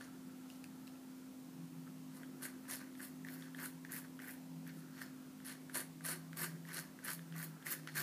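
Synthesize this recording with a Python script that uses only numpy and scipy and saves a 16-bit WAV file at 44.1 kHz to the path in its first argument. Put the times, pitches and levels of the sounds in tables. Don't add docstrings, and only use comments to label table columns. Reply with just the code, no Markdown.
import sys
import numpy as np
from scipy import signal
from scipy.io import wavfile
from scipy.ndimage import uniform_filter1d

SR = 44100
rng = np.random.default_rng(int(sys.argv[2]) if len(sys.argv) > 2 else 0)


def to_linear_factor(level_db):
    exponent = np.asarray(level_db, float) / 20
    return 10 ** exponent


def wrap_up_sound(samples):
    columns = np.atleast_2d(samples).T
    tamed = np.clip(columns, -1, 1)
    steps = np.round(tamed * 32767).astype(np.int16)
    wavfile.write(sys.argv[1], SR, steps)


N = 353902


def evened(x):
    return x / np.sqrt(np.mean(x ** 2) + 1e-20)


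def read(points, hz):
    f, value = np.transpose(points)
    return np.interp(np.log(hz + 1), np.log(f + 1), value)


def track(rows):
    s, *columns = np.transpose(rows)
    return [np.interp(np.arange(N) / SR, s, c) for c in columns]


def add(mix, s, sound):
    part = mix[max(round(s * SR), 0):][:len(sound)]
    part += sound[:len(part)]


def drift(seconds):
    size = max(round(seconds * SR), 1)
    once = uniform_filter1d(rng.standard_normal(N), size)
    return evened(uniform_filter1d(once, size))


def resonate(x, hz, width):
    pole = np.exp((2j * np.pi * min(hz, SR / 2.2) - np.pi * width) / SR)
    gain, feedback = [1 - abs(pole)], [1, -pole]
    once = signal.lfilter(gain, feedback, x)
    return 2 * signal.lfilter(gain, feedback, once).real


def body(x, modes, sway_db=0):
    out = np.zeros(len(x))
    for k, (hz, width, db) in enumerate(modes):
        sway = sway_db * drift(0.011) if sway_db else 0
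        ring = resonate(x, hz, width) / np.sqrt(width)
        out += (-1) ** k * to_linear_factor(db + sway) * ring
    return evened(out)


def tone(hz, rows, waver_hz, waver_db):
    turns = np.cumsum(hz + waver_hz * drift(0.04)) / SR
    level = to_linear_factor(track(rows)[0] + waver_db * drift(0.027))
    return np.sqrt(2) * level * np.sin(2 * np.pi * turns)


# (pitch [Hz], level [dB per Hz])
AIR_COLOUR = [(30, -32), (70, -21), (110, -3), (200, 3.5), (350, -0.5), (500, -6.5), (1050, -9.5),
              (1500, -15.5), (2300, -15.5), (3500, -17.5), (8000, -18), (12000, -19), (15300, -18.5)]


def air():
    frames, hz = N // 256 + 5, np.fft.rfftfreq(1024, 1 / SR)
    a, b, patches = rng.standard_normal((frames, 513, 3)).T
    patches = uniform_filter1d(patches, size=6, axis=0)
    patches = evened(uniform_filter1d(patches, size=40, axis=1))
    patchy_db = read([(300, 1.2), (1500, 1.5), (3000, .5)], hz)[:, None]
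    z = (a + 1j * b) * to_linear_factor(read(AIR_COLOUR, hz)[:, None] + patchy_db * patches)
    noise = signal.istft(z, nperseg=1024, noverlap=768)[1][:N]
    return to_linear_factor(-61) * evened(noise)


# (pitch [Hz], width [Hz], level [dB])
FAN_NOTES = [(146.1, 4.6, -72.5), (204.4, 20, -66), (296.4, 22, -68), (349.5, 5.4, -74.5),
             (517.5, 9.5, -79), (978, 11, -91)]


def fan():
    out = np.zeros(N)
    for hz, width, db in FAN_NOTES:
        out += to_linear_factor(db) * evened(resonate(rng.standard_normal(N), hz, width))
    return out


# (time [s], level [dB])
HUM_LEVEL = [(0.0, -55), (0.78, -54.5), (3.24, -54), (3.33, -52), (3.51, -54.5), (4.69, -54.5), (4.85, -57),
             (4.93, -55), (6.36, -58), (6.45, -61), (7.48, -61), (7.57, -62), (8.02, -63)]


def hum():
    return tone(259.0, HUM_LEVEL, waver_hz=0.87, waver_db=1.09)


# (time [s], level [dB])
DRONE_LEVEL = [(0.2, -64), (1.36, -71), (1.62, -54.5), (2.01, -59), (2.93, -74.5), (3.21, -58),
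               (3.93, -58.5), (4.35, -67.5), (4.55, -50), (4.85, -57), (5.1, -69.5), (6.43, -51.5),
               (6.79, -55.5), (6.99, -72), (7.17, -55), (7.43, -48), (7.64, -64.5), (8.02, -50.5)]
# (time [s], pitch [Hz])
DRONE_PITCH = [(0, 172), (1.45, 169), (1.9, 162), (2.7, 158), (3.1, 162), (4.2, 166), (4.5, 165),
               (4.9, 162), (5.5, 157), (6.1, 162), (6.8, 165), (7.1, 168), (7.5, 160), (8, 154)]


def drone():
    return tone(track(DRONE_PITCH)[0], DRONE_LEVEL, waver_hz=1.0, waver_db=2.3)


# (pitch [Hz], time to fade by 60 dB [s])
ROOM_FADE = [(500, 0.4), (1500, 0.073), (4000, 0.22), (12000, 0.15)]


def room(x):
    spikes = np.zeros(SR // 2)
    at = np.arange(200, SR // 2 - 20, 20)
    spikes[at + rng.integers(0, 20, len(at))] = rng.choice([-1., 1.], len(at))
    hz, t, z = signal.stft(spikes, SR, nperseg=256)
    fading = to_linear_factor(-60 * t / read(ROOM_FADE, hz)[:, None])
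    tail = signal.istft(z * fading, SR, nperseg=256)[1]
    return signal.fftconvolve(x, tail / np.linalg.norm(tail))[:N]


# (time [s], level [dB])
SLEEVE_LEVEL = [(0, -70), (.45, -73.5), (1.15, -73.5), (1.35, -82), (1.85, -83), (1.878, -58), (1.9, -94),
                (2.3, -72), (3.0, -75.5), (4.6, -86), (4.85, -68.5), (5.4, -74.5), (5.7, -94), (7.4, -72),
                (7.6, -69), (7.8, -88)]


def sleeve():
    lumpy = rng.standard_normal(N) * to_linear_factor(2.5 * drift(0.0017))
    cloth = body(lumpy, [(1326, 240, 3.5), (1700, 560, -1.5)])
    return to_linear_factor(track(SLEEVE_LEVEL)[0]) * cloth


# (time [s], peak level [dB])
SNAP_TIMES = [(0.6415, -45), (2.4222, -42), (2.4516, -36), (2.4594, -36), (2.7104, -32), (2.7569, -36),
              (3.0295, -39), (3.3403, -43), (3.6309, -38), (3.9204, -33), (3.9384, -34), (3.9874, -39),
              (4.2834, -41), (4.6753, -43), (5.0181, -43), (5.4658, -35), (5.5237, -42), (5.7722, -28),
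              (5.8129, -35), (6.744, -34), (6.7979, -38), (7.043, -40), (7.0477, -33), (7.0566, -34),
              (7.0809, -35), (7.3813, -39), (7.4275, -32), (7.6672, -34), (7.731, -31), (7.9542, -37)]
# (pitch [Hz], width [Hz], level [dB])
SNAP_RING = [(6400, 1800, -2), (8950, 4300, -3.5), (10600, 1900, 10.5), (13000, 2400, 8)]


def snaps():
    out, t = np.zeros(N), np.arange(400) / SR
    for s, peak_db in SNAP_TIMES:
        burst = rng.standard_normal(len(t)) * to_linear_factor(-60 * t / .004)
        crack = body(burst, SNAP_RING)
        add(out, s, to_linear_factor(peak_db) * crack / abs(crack).max())
    return out


# (time [s], peak level [dB], ring [Hz], overtone against ring [dB])
BLADE_TAPS = [(0.0094, -42, 1660, -6), (2.232, -39.5, 1680, -9), (2.412, -47, 1770, -19),
              (2.653, -47, 1340, -8), (2.9516, -46, 1800, -7), (3.2474, -37.5, 1870, -17),
              (3.285, -35.5, 1860, -14), (3.423, -46, 1830, 2), (3.5465, -36.5, 1720, -6.5),
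              (3.5896, -37, 1790, -23), (3.8485, -36, 1790, -17), (4.191, -37.5, 1530, -11),
              (4.1996, -39.5, 1870, -25), (4.6664, -43.5, 1660, -13), (4.994, -52, 1800, -8),
              (5.0165, -31, 1780, -16), (5.4018, -44.5, 1610, -12), (5.696, -38.5, 1600, -13),
              (6.0076, -40, 1620, -22), (6.33, -37, 1620, -11), (6.651, -43, 1770, -11),
              (6.9887, -40.5, 1640, -22), (7.192, -40.5, 1770, -7), (7.3233, -41.5, 1630, -6),
              (7.625, -45, 1670, -5), (7.666, -28.5, 1740, -34)]
# (time [s], peak level [dB], ring [Hz], overtone against ring [dB])
HANDLE_TICKS = [
    (0.5004, -42.5, 2860, -25),
    (0.6408, -41.5, 2540, -11),
    (0.8707, -48, 4020, -15),
    (0.8766, -46, 2700, -6),
    (0.9552, -54, 2650, -10),
    (7.8733, -32.5, 1470, -8),
]
# (pitch [Hz], width [Hz], level [dB])
CANVAS_RING = [(1519, 250, -4), (1768, 360, -2.5), (2013, 580, -5.5), (2650, 960, -13)]
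# (pitch [Hz], width [Hz], level [dB])
CLICK_RING = [(3300, 2000, 4.5), (5770, 3200, 3), (8500, 3000, 4), (11400, 3600, 1)]


def taps():
    out, t = np.zeros(N), np.arange(1500) / SR
    rows = [(*r, -12) for r in BLADE_TAPS] + [(*r, -5) for r in HANDLE_TICKS]
    for s, peak_db, hz, over_db, tick_db in rows:
        noise = rng.standard_normal(len(t))
        overtone = to_linear_factor(over_db + 6.5 - 60 * t / 0.0087) * np.cos(2 * np.pi * 1.91 * hz * t)
        ring = np.sin(2 * np.pi * hz * t) - overtone
        thud = ring * (1 - np.exp(-t / 0.00072)) * to_linear_factor(-60 * t / 0.0074)
        rustle = 0.21 * body(noise, CANVAS_RING) * to_linear_factor(-60 * t / 0.016)
        tick = body((t == 0) + .3 * noise * to_linear_factor(-60 * t / 0.005), CLICK_RING)
        tick = to_linear_factor(tick_db - 2.0) * tick / abs(tick).max()
        add(out, s + .0007, to_linear_factor(peak_db + 4.0) * (thud + rustle + tick))
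    return out


def catches(per_s, spread_db, lumps, lump_db, smooth):
    sizes = to_linear_factor(spread_db * np.minimum(rng.exponential(1, N), 4))
    clicks = (rng.random(N) < per_s / SR) * sizes * rng.choice([-1., 1.], N)
    slide = evened(clicks) + smooth * rng.standard_normal(N)
    return slide * to_linear_factor(lump_db * lumps)


def contact(rows, shape):
    t, power = np.arange(N) / SR, np.zeros(N)
    creep_db, creep, lift, knee_db, trail = shape
    for start, length, db, swell_db, _ in rows:
        before, after = np.maximum(start - t, 0), np.maximum(t - start - length, 0)
        landing = np.maximum(1 - before / .017, to_linear_factor(creep_db - creep * before))
        held_db = db + swell_db * np.clip((t - start) / length, 0, 1)
        lifting_db = np.minimum(lift * after, knee_db + trail * after)
        power += (landing * to_linear_factor(held_db - lifting_db)) ** 2
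    grips = [(start + length / 2, grip) for start, length, _, _, grip in rows]
    return np.sqrt(power), track(grips)[0]


# (start [s], length [s], level [dB], swell over the stroke [dB], pressure into the table [dB])
RUB_STROKES = [(0, 0.041, -62.5, 0.5, 2), (2.11, 0.107, -71.5, 5, 4), (2.418, 0.039, -60.5, 8, 0.5),
               (2.691, 0.056, -54.5, -0.5, 3.5), (2.802, 0.011, -60.5, 5.5, 0),
               (3.004, 0.035, -57.5, 1, -1), (3.268, 0.12, -61.5, -4, 2), (3.403, 0.081, -64, -0.5, -1),
               (3.589, 0.074, -55, 0.5, -1.0), (3.9, 0.085, -56.5, 2, -1.5), (4.051, 0.017, -61.5, -11, -2),
               (4.213, 0.089, -61, 7, -5.5), (4.684, 0.017, -59.5, -2, -11), (4.941, 0.082, -69.5, 15, 0),
               (5.458, 0.06, -56.5, 3.5, -4), (5.755, 0.066, -47.5, -8.5, 1), (6.053, 0.084, -51.5, 1.5, 1),
               (6.378, 0.072, -52.5, 5, 0), (6.678, 0.11, -58.5, 9.5, -1.5), (7.039, 0.078, -55, 3.5, -0.5),
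               (7.352, 0.083, -55, 1, 0), (7.662, 0.076, -51, 2, -3), (7.89, 0.015, -50.5, -14, -6),
               (7.963, 0.053, -44.5, -1.5, -1)]
# (start [s], length [s], level [dB], swell over the
# stroke [dB], steepness of the edge [dB])
EDGE_SLIDES = [(0.01, 0.04, -66.5, -4, -25), (0.49, 0.077, -71, -3, -2), (2.152, 0.022, -67.5, 6, -5),
               (2.432, 0.023, -48, -3, -6.0), (2.692, 0.048, -53, 8.5, -5), (2.96, 0.083, -73, 20.5, 1),
               (3.257, 0.089, -73.5, 13.5, 7), (3.38, 0.076, -67.5, -2, -2), (3.563, 0.094, -68, 17, 1.5),
               (3.921, 0.06, -55.5, 2.5, 4), (4.22, 0.1, -66.5, 6.5, 3), (4.668, 0.003, -77, 8, 8),
               (4.749, 0.038, -77.5, 10, -3.0), (4.95, 0.075, -78, 17.5, 3.0), (5.459, 0.06, -52.5, -4, -5),
               (5.753, 0.057, -42, -8.5, -6), (6.054, 0.067, -46.5, 1, -4), (6.377, 0.068, -51.5, 6, 0),
               (6.741, 0.049, -50, 0.5, -2), (7.051, 0.086, -52.5, 1, 0.5), (7.364, 0.079, -60.5, 7, 5.5),
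               (7.66, 0.063, -56.5, 12.5, 2), (7.963, 0.04, -48.5, 3, 3.5),
               (6.665, .06, -69.5, 6, 0),
    (7.88, 0.071, -72, 0, -6),
    (2.6, 0.075, -79, 0, -5),
]
# (creep [dB], creep rise [dB per s], lift [dB per s], knee [dB], trail [dB per s])
RUB_COMING_GOING = (-12, 250, 900, 6, 162)
SLIDE_COMING_GOING = (-18, 304, 568, 8.5, 213)
# (time [s], level [dB])
LOOSE_GRIP = [(.03, 5), (.52, 7), (2.44, 0), (2.72, 2), (3.03, -1), (3.43, 3), (3.63, -0.5), (3.95, -0.5),
              (4.28, -2.5), (4.9, 6.5), (5.48, 2.5), (5.78, 0), (6.09, 0.5), (6.42, 0.5), (6.76, 2),
              (7.09, 1), (7.55, -2), (7.97, 3)]
# (pitch [Hz], width [Hz], level [dB])
TABLE_RING = [(356, 49, -2.5), (613, 360, -2), (956, 163, -3.5), (1197, 235, 2)]
BLADE_RING = [(3000, 2000, 0.5), (4390, 660, 2.5), (5320, 1000, 0), (6520, 1530, 1)]
EDGE_RING = [(8760, 2700, 0.95), (10680, 2550, 5.9)]
STEEP_EDGE_RING = [(13230, 5000, 32), (15450, 830, 20)]


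def scrape():
    lumps = drift(0.0025)
    coarse = catches(1600, 3.0, lumps, 2.4, .7)
    fine = catches(4000, 4.0, lumps, 2.2, .8)
    rubbing, press_db = contact(RUB_STROKES, RUB_COMING_GOING)
    sliding, steep_db = contact(sorted(EDGE_SLIDES), SLIDE_COMING_GOING)
    rub = body(coarse, CANVAS_RING, 1.7) + to_linear_factor(press_db - 6.5) * body(coarse, TABLE_RING, 2.8)
    hiss = body(fine, EDGE_RING, 1.6) + to_linear_factor(steep_db - 2.5) * body(fine, STEEP_EDGE_RING, 1.8)
    chatter = to_linear_factor(track(LOOSE_GRIP)[0]) * np.hypot(to_linear_factor(-10.5) * rubbing, to_linear_factor(-7.5) * sliding)
    return rubbing * rub + chatter * body(fine, BLADE_RING, 2.0) + sliding * hiss


def scene():
    background = air() + fan() + hum() + drone()
    knife = sleeve() + snaps() + taps() + scrape()
    return (knife + to_linear_factor(-7) * room(knife) + background)[None]


def roll_off(x):
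    return signal.sosfilt(signal.butter(12, 15500, fs=SR, output="sos"), x)


def record(dry):
    lowpass = signal.firwin(511, 15330, window=("kaiser", 9), fs=SR)
    limited = signal.oaconvolve(dry, lowpass[None], "same")
    return roll_off(limited)


dry = scene()
out = record(dry)
wrap_up_sound(out)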